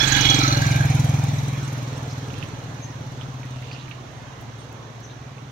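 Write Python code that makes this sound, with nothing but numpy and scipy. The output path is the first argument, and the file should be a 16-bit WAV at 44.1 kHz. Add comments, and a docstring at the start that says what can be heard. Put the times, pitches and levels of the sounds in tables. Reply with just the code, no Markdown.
"""A wet street in misty rain: a single-cylinder motorbike passes close by and rides off.
Each firing rings its silencer and spits gas from the pipe; valve gear and chain rattle the casing,
and the front tyre flings water. The street's echo takes over as the engine eases in the distance.
Under it lies a steady wash of rain, with near drips and a few small birds."""
import sys
import numpy as np
from scipy import signal
from scipy.fft import rfft, irfft
from scipy.io import wavfile
from scipy.ndimage import uniform_filter1d

SR = 44100
rng = np.random.default_rng(int(sys.argv[2]) if len(sys.argv) > 2 else 0)


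def file_out(sig):
    """Save sig as 16-bit WAV at sys.argv[1]."""
    # one column per channel
    cols = np.atleast_2d(sig).T
    # limit, then scale
    lim = np.clip(cols, -1, 1)
    pcm = np.round(lim * 32767).astype(np.int16)
    wavfile.write(sys.argv[1], SR, pcm)


N = 242991
T = np.arange(N) / SR
HZ = np.fft.rfftfreq(N, 1 / SR)
PASS_S, SPEED_M_PER_S, LANE_M = 0.22, 6.74, 2.57  # abreast at PASS_S, LANE_M to the side
SOUND_M_PER_S = 343


# Engine speed. Each row: time in seconds, firings per second.
FIRING_RATE = [(0.0, 22.5), (0.42, 22.15), (0.6, 21.3), (1.0, 20.9), (1.4, 20.46), (1.8, 20.11),
               (2.2, 19.61), (2.6, 19.56), (2.9, 18.64), (3.2, 17.89), (3.6, 18.2), (4.0, 18.13),
               (4.3, 19.27), (4.6, 18.82), (4.9, 19.09), (5.2, 19.43), (5.5, 19.53)]
def cycles():
    """Running count of engine cycles; each whole number is a firing."""
    return np.cumsum(curves(FIRING_RATE)[0]) / SR + .48


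def since_firing(delay_s):
    """Seconds since the last firing less delay_s; zero until then."""
    return np.maximum((cycles() % 1) / curves(FIRING_RATE)[0] - delay_s, 0)


def burst(delay_s, rise_s):
    """A quick swell and decay after each firing."""
    age = since_firing(delay_s) / rise_s
    return age * np.exp(1 - age)


def thump(hz, rise_s, sharpness, delay_s=0):
    """A silencer resonance that swells and dies after each firing."""
    envelope = burst(delay_s, rise_s) ** sharpness
    envelope *= np.minimum(10 * (1 - cycles() % 1), 1)  # gone before the next firing
    return evened(envelope * np.sin(2 * np.pi * hz * since_firing(delay_s)))


# Throttle, easing off and picking up. Each row: time in seconds, engine effort in dB.
EFFORT = [(2.4, -1.5), (2.7, -3.8), (3.55, -1.8), (3.85, -6), (4.1, -9), (4.45, -8), (5.1, -9), (5.5, -6.5)]
def exhaust():
    """Uneven firings ring the silencer; the street's echo stands out as the engine eases."""
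    effort_db = curves(EFFORT)[0]
    echo_gain = amp(-12 - 0.73 * effort_db)
    boom_hz = 128.0 + 0.7 * effort_db  # rings lower as the engine eases
    # near reflections stretch the far thumps
    smear_s = np.interp(T, [1, 2.7, 3.2, 5.5], [0.011, 0.009, 0.016, 0.012])
    boom = thump(boom_hz, rise_s=smear_s, sharpness=1.76) * amp((-0.5 + 0.63 * echo_gain) * drift(16))
    bark_hz = np.interp(T, [.55, 1.1], [290, 260])
    bark = thump(bark_hz, rise_s=0.0058, sharpness=1.4, delay_s=0.00451) * amp(0.32 * drift(23))
    throb = np.sin(4 * np.pi * cycles()) * amp(2 * drift(25))  # second engine order
    # three sets of echoes crossfade along the road
    thumps = boom + amp(-13.0) * bark
    echoes = sum(np.cos(np.pi * (1.084 * T + k / 3)) * street_echo(thumps) for k in range(3))
    echoing_boom = steadied(boom + echo_gain * steadied(echoes, span_s=.15), span_s=.15)
    return level("boom") * echoing_boom + level("bark") * bark + level("throb") * throb


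# Casing resonances. Each row: pitch in Hz, nominal width in Hz, relative level in dB,
# time it faces the listener in seconds, half length of that swell in seconds.
CASING_MODES = [(806, 39, -4.5, 0.94, 0.72), (1325, 25, 1.5, 0.47, .11), (1631, 55, -1.5, 0.043, 0.23),
                (1639, 58, 3.5, 0.726, 0.18), (2376, 162, -2, 1.0, 1), (2954, 40, -7, 0.25, 0.14),
                (3348, 39, 6.5, 0.28, 0.097), (3353, 43, 6, 0.015, 0.037), (4155, 270, 0, 0.41, 0.38),
                (759, 110, 3, 1.06, 0.35), (598, 65, -5, 0.62, 0.18), (434, 57, -0.5, 2.2, 0.21)]
def casing_rings(lag_s):
    """Flurries of knocks ring the casing; each Doppler-shifted resonance beams past in turn."""
    doppler = 1 / (1 + bearing() * SPEED_M_PER_S / SOUND_M_PER_S)
    rings = np.zeros((2, N))
    for hz, width_hz, db, facing_s, span_s in CASING_MODES:
        carrier = np.exp(2j * np.pi * np.cumsum(hz * doppler) / SR)
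        left, right = 1 + .5 * rng.standard_normal((2, N))
        knocks = impacts(per_s=600, spread_db=-2.0) * amp(2 * drift(28))
        knocks *= 1 + 0.14 * burst(0.0036, 0.0012)
        blows = knocks * np.array([left * np.exp(-2j * np.pi * hz * lag_s), right])
        pole = [1, -np.exp(-np.pi * width_hz * 2 / SR)]
        envelope = signal.lfilter([1], pole, signal.lfilter([1], pole, blows / carrier))
        rings += amp(db) * (0.074 + swell(facing_s, span_s)) * evened((envelope * carrier).real)
    return rings


# Broad clatter spectrum. Each row: frequency in Hz, relative density in dB.
CLATTER_SPECTRUM = [(25, -9), (70, 4), (200, 1), (450, -7), (680, -12), (850, 1), (1100, 0), (1600, 3),
                    (1950, 4.5), (2500, -2), (4200, 3.5), (4800, -7), (6300, 2), (7500, -16), (8800, -30.5),
                    (16000, -21.5)]
def clatter(lag_s):
    """Broad engine noise, combed by a road bounce whose delay slides as the bike moves."""
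    correlation = spectrum([(200, 0.85), (600, 0.97), (3500, 0.073), (6000, 0.85)])
    direct = noise(amp(spectrum(CLATTER_SPECTRUM)), correlation, lag_s)
    bounce_s = np.interp(T, [0, .35, .9, 2], [0.00123, 0.001306, 0.00138, 0.00068])
    bounce_gain = np.interp(T, [.6, 1.3], [.4, .1])
    combed = direct + bounce_gain * np.array([np.interp(T - bounce_s, T, side) for side in direct])
    return patchy(combed / band_rms(combed, 1400, 4800), db=3.4, width_hz=170, span_s=.06)


def casing():
    """Valve gear and chain rattle the casing; its ring blurs into clatter with distance."""
    near_share, far_share, reach_m = 0.92, 0.8, 58
    ring_share = far_share + (near_share - far_share) * np.exp(-(distance_m() / reach_m) ** 2)
    lag_s = -0.000397  # left leads
    body = amp(-1) * ring_share * casing_rings(lag_s)
    body += amp(-2) * np.sqrt(1 - 0.5 * ring_share ** 2) * clatter(lag_s)
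    strokes = evened(1 + 0.19 * burst(0.0045, 0.0048) + 0.056 * burst(0.018, 0.00083))
    strokes *= amp(0.17 * drift(100))
    return level("casing") * strokes * body * bike_pan()


# Gas hiss spectrum. Each row: frequency in Hz, relative density in dB.
HISS_SPECTRUM = [(2000, -58), (5000, -2), (6150, 17.5), (7200, 9), (8600, 1), (11500, 5.5), (14000, 0),
                 (16000, -4)]
# Gas hiss balance. Each row: frequency in Hz, left over right in dB.
HISS_PAN = [(3000, -9), (6200, -12), (8000, 56), (9500, 26), (11500, 10), (13500, 0), (16000, -1)]
def pipe_hiss():
    """The pipe spits gas with each firing."""
    hiss = noise(amp(spectrum(HISS_SPECTRUM)) * pan(spectrum(HISS_PAN)))
    hiss = patchy(hiss / band_rms(hiss, 9000, 15000), db=3.5, width_hz=350, span_s=.06)
    spits = evened(0.66 + burst(0.0045, 0.0037) * amp(3.6 * drift(12)))
    return level("hiss") * spits * hiss


def chink():
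    """A bright metal chink with each firing, higher coming and lower leaving."""
    hz = 6270 - 386 * bearing() + 100 * drift(14) + 260 * drift(867)
    strikes = burst(0.0071, 0.0034) * amp(4.03 * drift(30))
    return level("chink") * strikes * np.sin(2 * np.pi * np.cumsum(hz) / SR) * bike_pan()


# Tyre spray spectrum. Each row: frequency in Hz, relative density in dB.
SPRAY_SPECTRUM = [(2000, -30), (5200, 0), (6400, -9), (8000, 7), (8900, -25), (16000, -28)]
def tyre_spray():
    """Water flung ahead by the front tyre sizzles thinly."""
    spray = evened(noise(amp(spectrum(SPRAY_SPECTRUM))))
    return level("spray") * patchy(spray, db=12.5, width_hz=140, span_s=0.044) * bike_pan()


# Radiation of the bike's parts. Each row, by name: gain at LANE_M in dB, loss per tenfold distance
# in dB, boost when facing in dB, time it faces in seconds, half length in seconds (sign ignored).
RADIATION = {"boom": (-29, 3, 14, 0.9, 0.75), "bark": (-31.5, 14, 6.5, 0.4, 0.12),
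             "throb": (-38, 26, 7, .42, 0.8), "casing": (-28, 25, 8, 0.01, 0.62),
             "spray": (-41.5, 27, 19, -0.5, -0.34), "hiss": (-52.5, 18, 7.3, 0.88, 1),
             "chink": (-29.5, 27.5, 14.5, 0.2, 0.47)}
def level(part):
    """Gain of one part of the bike, from effort, distance and the way it faces."""
    db, loss_db, facing_db, facing_s, span_s = RADIATION[part]
    distance_db = -loss_db * np.log10(distance_m() / LANE_M)
    return amp(db + curves(EFFORT)[0] + distance_db + facing_db * swell(facing_s, span_s))


def distance_m():
    """Range of the bike on its straight path."""
    return np.hypot(LANE_M, SPEED_M_PER_S * (T - PASS_S))


def bearing():
    """From -1 (coming) through 0 (abreast) to 1 (leaving)."""
    return SPEED_M_PER_S * (T - PASS_S) / distance_m()


def bike_pan():
    """The bike's treble swings from the right towards the middle."""
    abreast_db, away_db = -14, -2
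    return pan(abreast_db + (away_db - abreast_db) * bearing())


# Rain wash spectrum. Each row: frequency in Hz, relative density in dB.
WASH_SPECTRUM = [(30, -9), (70, 5), (130, 9.5), (230, 2), (400, 0), (900, -0.5), (1600, -5.5), (2500, -11),
                 (3800, -12.5), (4900, -19.5), (6300, -13), (7500, -26), (9000, -34.5), (16000, -38)]
# Rain wash balance. Each row: frequency in Hz, left over right in dB.
WASH_PAN = [(60, 2), (110, 0.5), (200, -2), (380, 0), (700, -2.5), (1290, -6), (2380, -6.5), (4400, -9),
            (8120, -4.5), (15000, 10)]
# Diffuse sound of the street. Each row: frequency in Hz, left-right correlation.
DIFFUSE_CORRELATION = [(100, 0.9), (280, 0.75), (550, 0.68), (900, 0.028), (3000, 0.19), (8000, 0.082)]
def rain_wash():
    """Far rain on the wet street merges into a wash that slowly sinks in level."""
    colour = amp(spectrum(WASH_SPECTRUM)) * pan(spectrum(WASH_PAN))
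    wash = evened(noise(colour, spectrum(DIFFUSE_CORRELATION)))
    wash = patchy(wash, db=1.8, width_hz=180, span_s=.1)
    wash_db = np.interp(T, [0, 3.5, 4.3, 5.5], [-31.0, -40.5, -40.0, -42.0])
    return amp(wash_db + 0.053 * drift(6)) * wash


# Flurries of drops. Each row: centre in seconds, half length in seconds, level in dB.
PATTER_FLURRIES = [(2.39, 0.061, -46), (3.705, 0.2, -49)]
def rain_patter():
    """Nearer drops patter faintly on the right and swell in two flurries."""
    drops = np.array([impacts(per_s=960, spread_db=3.5), impacts(per_s=890, spread_db=4)])
    colour_db = spectrum([(600, -30), (1900, -2), (2700, 17.0), (3400, 11), (4500, 6),
                          (9000, -16), (15000, -46)])
    patter = evened(irfft(rfft(drops) * amp(colour_db), N)) * pan(-12)
    flurries = sum(amp(db) * swell(centre_s, span_s) for centre_s, span_s, db in PATTER_FLURRIES)
    return (amp(-62.5) + flurries) * patter


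# Near drips. Each row: start in seconds, relative level in dB, pitch in Hz.
NEAR_DRIPS = [(2.3027, -37, 2890), (2.34, -34, 2780), (2.4265, -26, 2750), (3.2113, -31.5, 3050),
              (3.4315, -36, 2310), (3.6247, -36, 2160), (3.714, -33, 2580), (3.763, -34.5, 2670),
              (3.881, -38, 2420), (3.9119, -29, 2550), (5.3816, -39.5, 2450)]
def drips():
    """Fat drops pat on something soft nearby, each with a short spray."""
    out, t = np.zeros((2, N)), np.arange(SR // 12) / SR
    age = t / 0.00083
    for start_s, db, hz in NEAR_DRIPS:
        pat = (age * np.exp(1 - age)) ** 2 * np.sin(2 * np.pi * hz * t)
        band = signal.butter(2, [0.76 * hz, 1.24 * hz], "band", fs=SR, output="sos")
        spray = signal.sosfilt(band, rng.standard_normal((2, len(t)))) * np.exp(-t / 0.02)
        add(out, start_s, amp(db + 3.5) * (pat + 0.8 * spray) * pan(-15))
    return out


# Fine splashes. 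Each row: start in seconds, relative level in dB, decay time in seconds.
FINE_SPLASHES = [(3.89, -59, .01), (4.409, -56, 0.015), (4.727, -51, .002), (5.002, -60, .006)]
def splashes():
    """Small drops burst in a fizz."""
    out, t = np.zeros((2, N)), np.arange(SR // 12) / SR
    highpass = signal.butter(2, 4500, "high", fs=SR, output="sos")
    for start_s, db, decay_s in FINE_SPLASHES:
        fizz = signal.sosfilt(highpass, rng.standard_normal((2, len(t))))
        add(out, start_s, amp(db + 6) * fizz * np.exp(-t / decay_s) * pan(3))
    return out


# Bird chirps. Each row: start in seconds, length in seconds, first and last pitch in Hz,
# relative level in dB, left over right in dB, rms pitch jitter in Hz.
BIRD_CHIRPS = [(2.079, 0.075, 5970, 5420, -43, -5, 706), (2.808, 0.066, 6480, 6160, -39.5, 9, 50),
               (3.697, 0.064, 4220, 4820, -43, 1, 420), (3.784, 0.053, 3630, 4250, -45, -5, 320),
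               (4.57, 0.071, 8500, 8900, -59, -10, 150), (5.011, 0.078, 6270, 5950, -45.5, 10, 220),
               (5.052, .15, 5980, 6000, -56, -10, 200), (5.086, 0.048, 3600, 4100, -48.5, 7, 250)]
def birds():
    """Short gliding chirps from the trees; pitch jitter makes some raspy."""
    out = np.zeros((2, N))
    for start_s, length_s, first_hz, last_hz, db, left_db, jitter_hz in BIRD_CHIRPS:
        count = int(length_s * SR)
        hz = np.linspace(first_hz, last_hz, count) + jitter_hz * drift(710)[:count]
        note = np.sin(2 * np.pi * np.cumsum(hz) / SR) * np.hanning(count)
        add(out, start_s, amp(db + 1) * note * pan(left_db))
    return out + amp(-8) * street_echo(out)


# Street reverberation. Each row: frequency in Hz, time to fall 60 dB in seconds.
STREET_T60 = [(100, 0.56), (500, 0.14), (3000, 0.28), (12000, 0.21)]
def street_echo(x):
    """Scattered echoes from walls and trees, alike on both sides in the bass."""
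    taps = rng.standard_normal((2, SR)) * (np.arange(SR) > .012 * SR)
    hz, t, (a, b) = signal.stft(taps, SR, nperseg=512)
    correlation = spectrum(DIFFUSE_CORRELATION, hz)[:, None]
    bins = np.array([a, correlation * a + np.sqrt(1 - correlation ** 2) * b])
    decay = amp(-60 * t / spectrum(STREET_T60, hz)[:, None])
    tail = signal.istft(bins * decay, SR, nperseg=512)[1]
    wet = signal.fftconvolve(np.atleast_2d(x), tail, axes=1)[:, :N]
    return evened(wet) * np.std(x)


def amp(db):
    """Decibels to gain."""
    return 10 ** (np.asarray(db) / 20)


def evened(x):
    """Scales to rms 1."""
    return x / np.sqrt(np.mean(x ** 2) + 1e-20)


def steadied(x, span_s):
    """Scales to a running rms near 1."""
    power = uniform_filter1d((x ** 2).mean(0), int(span_s * SR))
    return x / np.sqrt(uniform_filter1d(power, int(span_s * SR)) + 1e-12)


def band_rms(x, low_hz, high_hz):
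    """Level of the mid channel within a band."""
    return np.std(irfft(rfft(x.mean(0)) * ((HZ > low_hz) & (HZ < high_hz)), N))


def spectrum(points, hz=HZ):
    """Joins points on a log-frequency axis."""
    point_hz, value = np.transpose(points)
    return np.interp(np.log(hz + 1), np.log(point_hz + 1), value)


def curves(rows):
    """Each column of a time table, sample by sample."""
    times_s, *columns = np.transpose(rows)
    return [np.interp(T, times_s, column) for column in columns]


def swell(centre_s, span_s):
    """A Gaussian rise and fall."""
    return np.exp(-((T - centre_s) / span_s) ** 2)


def pan(left_db):
    """Stereo gains for a level of left over right."""
    pair = amp(np.array([[.5], [-.5]]) * left_db)
    return pair / np.sqrt(np.mean(pair ** 2, axis=0))


def add(mix, start_s, sound):
    """Mixes in a stereo sound."""
    part = mix[:, max(round(start_s * SR), 0):][:, :sound.shape[-1]]
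    part += sound[..., :part.shape[-1]]


def drift(hz):
    """Smooth random motion of rms 1, rolled off above hz."""
    return evened(irfft(rfft(rng.standard_normal(N)) * np.exp(-(HZ / hz) ** 2), N))


def noise(gain, correlation=0, lag_s=0):
    """Coloured stereo noise, the left side late by lag_s."""
    a, b = rfft(rng.standard_normal((2, N)))
    left = a * np.exp(-2j * np.pi * HZ * lag_s)
    right = correlation * a + np.sqrt(1 - correlation ** 2) * b
    return irfft(gain * np.array([left, right]), N)


def impacts(per_s, spread_db):
    """Random impulses of uneven size."""
    size = amp(spread_db * np.minimum(rng.exponential(1, N), 3))
    return size * rng.choice([-1, 1], N) * (rng.random(N) < per_s / SR)


def patchy(x, db, width_hz, span_s):
    """Random patches of the spectrum swell and fade, on scales of width_hz and span_s."""
    hz, t, bins = signal.stft(x, SR, nperseg=1024, noverlap=768)
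    shape = bins.shape[1:]
    along = np.fft.fftfreq(len(hz), hz[1])[:, None] * width_hz
    across = np.fft.rfftfreq(len(t), t[1]) * span_s
    blur = np.exp(-along ** 2 - across ** 2)
    field = np.fft.irfft2(np.fft.rfft2(rng.standard_normal(shape)) * blur, shape)
    gain = evened(amp(db * evened(field)))
    return signal.istft(bins * gain, SR, nperseg=1024, noverlap=768)[1][:, :N]


def scene():
    """The bike, the rain and the birds."""
    bike = exhaust() + casing() + pipe_hiss() + chink() + tyre_spray()
    return bike + rain_wash() + rain_patter() + drips() + splashes() + birds()


def record(dry):
    """Cuts the deepest bass and the top treble."""
    highpass = signal.butter(2, 22, "high", fs=SR, output="sos")
    lowpass = signal.firwin(511, 15850, window=("kaiser", 9), fs=SR)
    return signal.oaconvolve(signal.sosfilt(highpass, dry), lowpass[None], "same")


dry = scene()
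out = record(dry)
file_out(out)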